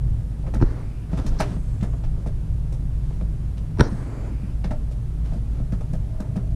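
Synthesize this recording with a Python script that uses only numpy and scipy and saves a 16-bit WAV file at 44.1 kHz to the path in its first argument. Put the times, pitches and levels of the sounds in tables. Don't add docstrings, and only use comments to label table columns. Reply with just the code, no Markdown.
import sys
import numpy as np
from scipy import signal
from scipy.fft import rfft, irfft
from scipy.io import wavfile
from scipy.ndimage import uniform_filter1d

SR = 44100
rng = np.random.default_rng(int(sys.argv[2]) if len(sys.argv) > 2 else 0)


def put_to_file(sound):
    columns = np.atleast_2d(sound).T
    safe = np.clip(columns, -1, 1)
    whole_steps = np.round(safe * 32767)
    wavfile.write(sys.argv[1], SR, whole_steps.astype(np.int16))


def volts(x):
    e = np.asarray(x, float) / 20
    return 10 ** e


N = 288855


def evened(x):
    return x / np.sqrt(np.mean(x ** 2) + 1e-20)


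def peak(x):
    return x / np.sqrt(uniform_filter1d(x ** 2, size=180).max())


def add(mix, start_s, sound):
    part = mix[round(start_s * SR):][:len(sound)]
    part += sound[:len(part)]


def play(source, rows):
    mix = np.zeros(N)
    for row in rows:
        add(mix, *source(*row))
    return mix


def resonate(x, hz, width_hz):
    turn = np.exp(2j * np.pi * np.cumsum(hz * np.ones(len(x))) / SR)
    decay = np.exp(-np.pi * width_hz / SR)
    smooth = signal.lfilter([1 - decay], [1, -decay], x / turn + 1e-18)
    return 2 * (turn * smooth).real


def body(x, modes):
    out = np.zeros(len(x))
    for k, (hz, width_hz, db) in enumerate(modes):
        out += (-1) ** k * volts(db) * resonate(x, hz, width_hz) / np.sqrt(width_hz)
    return out


def filtered(x, spectrum):
    f, db = np.transpose(spectrum)
    hz = np.fft.rfftfreq(len(x), 1 / SR)
    gain = volts(np.interp(np.log(hz + 1), np.log(f), db))
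    return irfft(rfft(x) * gain, len(x))


def coloured(spectrum, count, patchy_db, flicker_db):
    frames, hz = count // 128 + 6, np.fft.rfftfreq(512, 1 / SR)
    a, b, patches = rng.standard_normal((frames, 257, 3)).T
    patches = uniform_filter1d(patches, size=6, axis=0)
    patches = evened(uniform_filter1d(patches, size=16, axis=1))
    flicker = evened(uniform_filter1d(rng.standard_normal(frames), size=5))
    f, db = np.transpose(spectrum)
    level_db = np.interp(np.log(hz + 1), np.log(f), db)[:, None]
    level_db = level_db + patchy_db * patches + flicker_db * flicker
    noise = signal.istft((a + 1j * b) * volts(level_db), nperseg=512, noverlap=384)[1]
    return evened(noise[:count])


def fibres(count):
    a, b = rng.standard_normal((count, 2)).T
    return a * volts(0.3 * b)


def rebounds(count):
    return volts(3.65 * evened(uniform_filter1d(rng.standard_normal(count), size=130)))


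# start in seconds, blow in dB,
# place from long tube [-1] to short tube [1], ring T60 in seconds.
KNOCKS = [(0.438, -60, 0.45, 0.14), (0.465, -50, -1.1, .07), (0.538, -36, -0.62, .14),
          (1.130, -42.5, 0.36, 0.091), (1.172, -45, -0.39, 0.19), (1.192, -45, 0.032, 0.097),
          (1.263, -45.5, 0.19, .07), (1.319, -55, -0.38, 0.077), (1.399, -21, 0.3, .09),
          (1.509, -58, -.9, .1), (1.564, -55, -0.51, .09), (1.826, -43.5, -0.035, 0.16),
          (1.932, -52, -0.31, .09), (2.038, -52, -0.021, 0.055), (2.26, -41, -0.18, 0.15),
          (2.722, -52, -0.72, 0.1), (3.107, -55, -0.21, 0.065), (3.211, -47, -0.58, 0.05),
          (3.575, -63, .01, .07), (4.643, -39.5, -0.89, 0.13), (4.708, -38.5, 0.083, .11),
          (4.911, -57, .2, .07), (5.251, -62, 0.23, .15), (5.320, -51.5, .01, 0.23),
          (5.598, -56, 0.78, 0.15), (5.722, -45.5, -0.39, 0.12), (5.808, -47, -0.22, 0.086),
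          (5.933, -45, 0.24, 0.11), (6.201, -43.5, -0.094, 0.21), (6.358, -44, -0.31, 0.21)]
# centre in Hz, width in Hz, level in dB.
STRUTS = [(774, 210, 13), (1390, 120, 7.5), (1520, 200, 7), (2280, 780, 1), (2410, 860, -17)]
LONG_TUBE = [(304, 57, -2), (396.3, 5.7, -3), (530, 41, 4.5)]
# centre in Hz, width in Hz.
SHORT_TUBE = (600, 160)


def knock(start_s, blow_db, place, t60_s):
    tubes_db = 6 - 0.39 * (blow_db + 43)
    long_db, short_db = tubes_db - 4.5 * place, tubes_db + 4.5 * place
    t = np.arange(9000) / SR
    fade = volts(-60 * t / np.clip(t60_s, .02, .4)) * (1 - np.exp(-t / 0.00025))
    first_contact = volts(2 * np.exp(-t / 0.0037))
    chatter = fibres(len(t)) * fade * rebounds(len(t)) * first_contact
    long = resonate(body(chatter, LONG_TUBE), 251, 166)
    short = resonate(resonate(chatter, *SHORT_TUBE), SHORT_TUBE[0], 170)
    struts = resonate(body(chatter, STRUTS), 1200, 3800)
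    tubes = volts(long_db) * peak(long) + volts(short_db) * peak(short)
    return start_s, volts(blow_db) * (peak(struts) + tubes)


# start in seconds, level in dB, tilt in dB per octave.
RATTLES = [(0.465, -50.5, 0), (0.537, -44, 7), (0.554, -52, 4), (1.093, -51.5, -9), (1.1296, -53, 2),
           (1.1702, -45, 4.5), (1.19, -53, -11), (1.262, -41.5, 8.5), (1.397, -31, 7), (1.417, -30.5, -4),
           (1.56, -50, -2), (1.806, -45.5, 1), (1.826, -47.5, 7), (1.925, -56, -3), (2.035, -49.5, 1.5),
           (2.261, -51, 6.5), (2.7224, -51, 9.5), (3.123, -55, 0), (3.21, -56, 3), (3.57, -48, 2),
           (4.641, -39.5, 1.5), (4.7078, -44, 4), (4.9095, -55.5, 7), (5.25, -52.5, 3.5), (5.33, -55.5, 8),
           (5.72, -53, 7), (5.807, -54, 7), (5.93, -51, 10.5), (6.2, -47, 9), (6.357, -50, 7.5)]
# frequency in Hz, density in dB per Hz.
CLATTER = [(1530, 10), (2600, 6.5), (3060, 3), (3320, 3), (4370, -1.5), (5880, -3), (7130, -10.5),
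           (9450, -12.5), (10600, -21), (12200, -27), (15300, -33)]


def rattle(start_s, db, tilt_db):
    hold_s = 0.071
    t = np.arange(7000) / SR
    colour = [(hz, level_db + tilt_db * np.log2(hz / 5500)) for hz, level_db in CLATTER]
    linger = (1 - np.exp(-t / 0.0022)) * volts(-60 * (t / hold_s) ** 1.64)
    return start_s, volts(db) * peak(filtered(fibres(len(t)), colour) * linger * rebounds(len(t)))


# start in seconds, peak in dB, panel note in Hz.
THUDS = [(0.473, -32, 172), (0.532, -29, 170), (0.558, -26, 221), (1.132, -19.5, 174), (1.192, -32.5, 247),
         (1.248, -26, 212), (1.396, -23, 183), (1.511, -23.5, 171), (1.565, -23.5, 180), (1.825, -20, 194),
         (2.126, -39, 180), (2.263, -28.5, 204), (3.22, -26, 181), (3.923, -23.5, 199), (4.317, -34, 268),
         (4.433, -26.5, 183), (4.649, -23.5, 176), (4.709, -27.5, 199), (5.325, -27, 160),
         (5.358, -28, 217), (5.602, -27.5, 201), (5.727, -22, 188), (5.931, -23.5, 185), (6.203, -24, 195),
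         (6.368, -19.5, 187)]


def thud(start_s, db, hz):
    t60_s = 0.082
    t = np.arange(9000) / SR
    neighbour = np.sin(2 * np.pi * 1.375 * hz * t + 2 * np.pi * rng.random())
    ring = np.sin(2 * np.pi * hz * t) + 0.16 * neighbour
    return start_s, volts(db) * peak(ring * (1 - np.exp(-t / 0.0017)) * volts(-60 * t / t60_s))


# time in seconds, tick in dB,
# bright part in dB re tick, scrape length in seconds.
BUMPS = [
    (0.602, -41, -20, 0.0022),
    (0.612, -30.5, -29, 0.0028),
    (0.6228, -24.5, -27, 0.003),
    (3.772, -43, -17, 0.0022),
    (3.7844, -38, -12, 0.0032),
    (3.794, -23.5, -20, 0.0081),
    (3.8065, -14.5, -10.5, 0.0024),
    (3.837, -47, -26, 0.0017),
]
# centre in Hz, width in Hz, level in dB.
CASE = [(550, 100, -3), (930, 116, -3.5), (1506, 280, -1), (1950, 650, -5), (2510, 390, -7.5)]
CASE_TOP = [(2960, 540, 14), (4050, 1100, 20), (4900, 1500, 20), (5670, 260, 14.5), (8700, 260, 4),
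            (11400, 2900, -18)]


def bump(time_s, tick_db, bright_db, scrape_s):
    t = np.arange(4000) / SR - .004
    slope_s = np.where(t < .0008, .0011, max(scrape_s, .0005))
    crack = rng.standard_normal(len(t)) * np.exp(-abs(t - .0008) / slope_s)
    ring = peak(resonate(body(crack, CASE), 730, 1500))
    bright = peak(resonate(body(crack, CASE_TOP), 6300, 6700))
    return time_s - .004, volts(tick_db) * (ring + volts(bright_db) * bright)


# time in seconds, mount shake in dB, head sway in dB, direction sign.
JOLTS = [
    (0.614, -10, -30, -1),
    (0.6221, -11, -35, -1),
    (0.6269, -3, -26, 1),
    (0.629, -19, -8, -1),
    (0.638, -9.5, -36, -1),
    (3.789, -13, -28, -1),
    (3.8, -1.5, -34, 1),
    (3.8099, -0.5, -32, -1),
    (3.813, -1.5, -21, 1),
]
# frequency in Hz, level in dB, T60 in seconds.
MOUNT = [(125.5, 2, 0.054), (225, -5.5, 0.038), (342, 13.5, 0.01), (70, -37, 0.15)]
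# frequency in Hz, T60 in seconds.
SWAY = (31, 0.3)


def jolt(time_s, shake_db, sway_db, way):
    t = np.arange(16000) / SR
    shake = sum(volts(db - 60 * t / t60_s) * np.sin(2 * np.pi * hz * t) for hz, db, t60_s in MOUNT)
    sway = volts(-60 * t / SWAY[1]) * np.sin(2 * np.pi * SWAY[0] * t)
    motion = volts(shake_db) * peak(shake) + volts(sway_db) * sway
    soft = uniform_filter1d(np.pad(motion, (80, 0)), size=50)
    return time_s - .001, np.sign(way) * uniform_filter1d(soft, size=36)


# start in seconds, length in seconds, rush in dB, fizz in dB.
SLIDES = [(0.616, 0.2, -40.5, -63.5), (1.101, 0.43, -42, -57), (1.398, 0.042, -37.5, -58),
          (1.453, 0.089, -43.5, -58), (1.603, 0.27, -54, -67), (2.116, .13, -49, -68),
          (2.999, 0.17, -55, -65), (3.785, 0.064, -28.5, -74), (3.849, 0.18, -41, -61),
          (4.042, 0.24, -40.5, -65.5), (4.318, 0.22, -54, -80), (5.233, 0.14, -50, -62),
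          (5.493, 0.098, -48.5, -64)]
# frequency in Hz, density in dB per Hz.
STRAP = [(120, -53), (220, 3.5), (450, -8.5), (800, -15.5), (1500, -21), (2000, -30), (3200, -50),
         (10000, -72)]


def slide(start_s, length_s, rush_db, fizz_db):
    grip_s, let_go_s, rest_db = 0.018, 0.064, -15.5
    t = np.arange(0, length_s + let_go_s, 1 / SR)
    at_rest = np.clip(np.maximum(1 - t / grip_s, (t - length_s) / let_go_s), 0, 1)
    rush = coloured(STRAP, len(t), patchy_db=1.2, flicker_db=1.0)
    fizz = resonate(resonate(fibres(len(t)), 2600, 7300), 3700, 11000)
    fizz = evened(signal.lfilter(*signal.butter(2, 8200 / (SR / 2)), fizz))
    rub = volts(rush_db) * rush + volts(fizz_db + 2 * t) * fizz
    return start_s, volts(rest_db * at_rest) * rub * signal.windows.tukey(len(t), .06)


def glide(length_s, from_hz, to_hz, width_hz, db):
    way = np.linspace(0, 1, round(length_s * SR))
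    hz = from_hz + (to_hz - from_hz) * way
    band = fibres(len(way))
    for widen in (1, 1.6, 2.5):
        band = resonate(band, hz, widen * width_hz)
    return volts(db - 6 * way) * evened(band) * signal.windows.tukey(len(way), .3)


# start in seconds, length in seconds,
# closing gap in dB, opening gap in dB.
DRIFTS = [
    (0.638, 0.45, -64.5, -88),
    (1.428, .62, -74, -67.5),
    (3.835, 0.51, -78, -66),
    (3.922, 0.68, -63, -84),
]
# from in Hz, to in Hz, width in Hz, level in dB.
CLOSING = [(1030, 1380, 880, 5), (1730, 2660, 650, 4.5), (4400, 5100, 650, -5.5)]
OPENING = [(6300, 6800, 650, -3), (8900, 6700, 900, 1.7), (10300, 9100, 1200, -4)]


def gap_hiss(start_s, length_s, closing_db, opening_db):
    hiss = 0
    for level_db, bands in ((closing_db, CLOSING), (opening_db, OPENING)):
        for from_hz, to_hz, width_hz, db in bands:
            hiss = hiss + glide(length_s, from_hz, to_hz, width_hz, level_db + db)
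    return start_s, hiss


# start in seconds, length in seconds, level in dB, tilt in dB per octave.
BUZZES = [
    (.612, 0.028, -53, 5),
    (0.644, 0.106, -67, -2),
    (1.263, 0.036, -51, 7),
    (1.385, 0.053, -43.5, 6),
    (3.794, 0.021, -47, -2.5),
    (3.826, 0.068, -51, 4),
    (3.901, 0.1, -66, -1),
]
# centre in Hz, width in Hz, level in dB.
BUZZ = [(1610, 480, 10), (4180, 500, -1), (5460, 1400, 2.5)]


def case_buzz(start_s, length_s, level_db, tilt_db):
    buzz = 0
    for hz, width_hz, db in BUZZ:
        band_db = level_db + db + tilt_db * np.log2(hz / 5750)
        buzz = buzz + glide(length_s, hz, hz, width_hz, band_db)
    return start_s, buzz


# start in seconds, length in seconds, centre in Hz, width in Hz, level in dB.
TUBE_HUM = (6, 1, 633, 64, -51)


def tube_hum(start_s, length_s, hz, width_hz, db):
    return start_s, glide(length_s, hz, hz, width_hz, db)


# time in seconds, gust in dB, side-on share from -1 to 1.
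GUSTS = [(0.0, -21.5, 0.01), (0.44, -29, 0.011), (0.69, -22.5, 0.01), (1.0, -35.5, 0.01),
         (1.26, -18.5, 0.01), (1.5, -26.5, 0.01), (2.21, -24, 0.01), (2.74, -26, 0.01), (3.14, -24, 0.01),
         (3.34, -28, 0.01), (3.76, -28, 0.01), (4.34, -33, 0.01), (4.71, -27, 0.01), (4.98, -28.5, 0.01),
         (5.34, -27.5, 0.01), (5.87, -26, 0.01), (6.24, -27.5, 0.01), (6.55, -23, 0.01)]
# centre in Hz, width in Hz, level in dB.
BOOMS = [(90.7, 26, 0.5), (118, 26, 1.5), (157, 13.5, -4), (161.6, 5.25, -6.5)]
# centre in Hz, width in Hz.
LOW_BOOM = (50.6, 18.7)
# frequency in Hz, density in dB per Hz.
HUSH = [(100, -42), (170, -4), (210, -11), (300, -15.5), (500, -23), (650, -25), (1000, -31.5), (2000, -39),
        (4500, -45), (6500, -46.5), (10000, -46), (11500, -51.5), (13500, -55), (15300, -69)]
# frequency in Hz, level in dB.
DRONE = (53.2, -29.5)


def wind():
    t = np.arange(N) / SR
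    time_s, gust_db, side = np.transpose(GUSTS)
    gust_db = np.interp(t, time_s, gust_db) + 24
    side_db = 2 * np.interp(t, time_s, side)
    a, b, c = rng.standard_normal((N, 3)).T
    buffet = resonate(resonate(a, 22.5, 18), 22.5, 18)
    low = resonate(resonate(b, *LOW_BOOM), LOW_BOOM[0], 46)
    upper = resonate(body(c, BOOMS), 134.3, 76)
    booms = volts(-26.5 + 0.99 * gust_db + side_db) * evened(buffet)
    booms += volts(-29 + 0.43 * gust_db - side_db) * evened(low)
    booms += volts(-29 + 0.49 * gust_db) * evened(upper)
    drone = volts(DRONE[1]) * np.sqrt(2) * np.sin(2 * np.pi * DRONE[0] * t + 0.9)
    hush = volts(-41.5) * coloured(HUSH, N, patchy_db=0.52, flicker_db=-0.23)
    return booms + drone + hush


def cabin(x):
    t = np.arange(8000) / SR
    hits = rng.random(len(t)) < 2500 / SR
    taps = rng.choice([-1., 1.], len(t)) * hits * volts(-60 * t / 0.19)
    return signal.oaconvolve(x, taps / np.linalg.norm(taps))[:N]


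def scene():
    frame = play(knock, KNOCKS) + play(rattle, RATTLES)
    hull = play(thud, THUDS) + play(jolt, JOLTS)
    case = play(bump, BUMPS)
    cloth = play(slide, SLIDES)
    whistles = play(gap_hiss, DRIFTS) + play(case_buzz, BUZZES) + play(tube_hum, [TUBE_HUM])
    rooms = volts(-8.0) * cabin(frame) + volts(-12.0) * cabin(case)
    return (frame + hull + case + cloth + whistles + wind() + rooms)[None]


def top_cut(x):
    return signal.sosfilt(signal.butter(12, 15470, fs=SR, output="sos"), x)


def record(dry):
    cut = signal.lfilter(*signal.butter(1, 12 / (SR / 2), "high"), dry)
    rounded = cut / (1 + abs(cut / .95) ** 4) ** .25
    close = np.clip((N - np.arange(N)) / 250, 0, 1)
    edge = signal.firwin(401, 15000, window=("kaiser", 9), fs=SR)
    mix = signal.oaconvolve(rounded * close, edge[None], "same")
    return top_cut(mix)


dry = scene()
out = record(dry)
put_to_file(out)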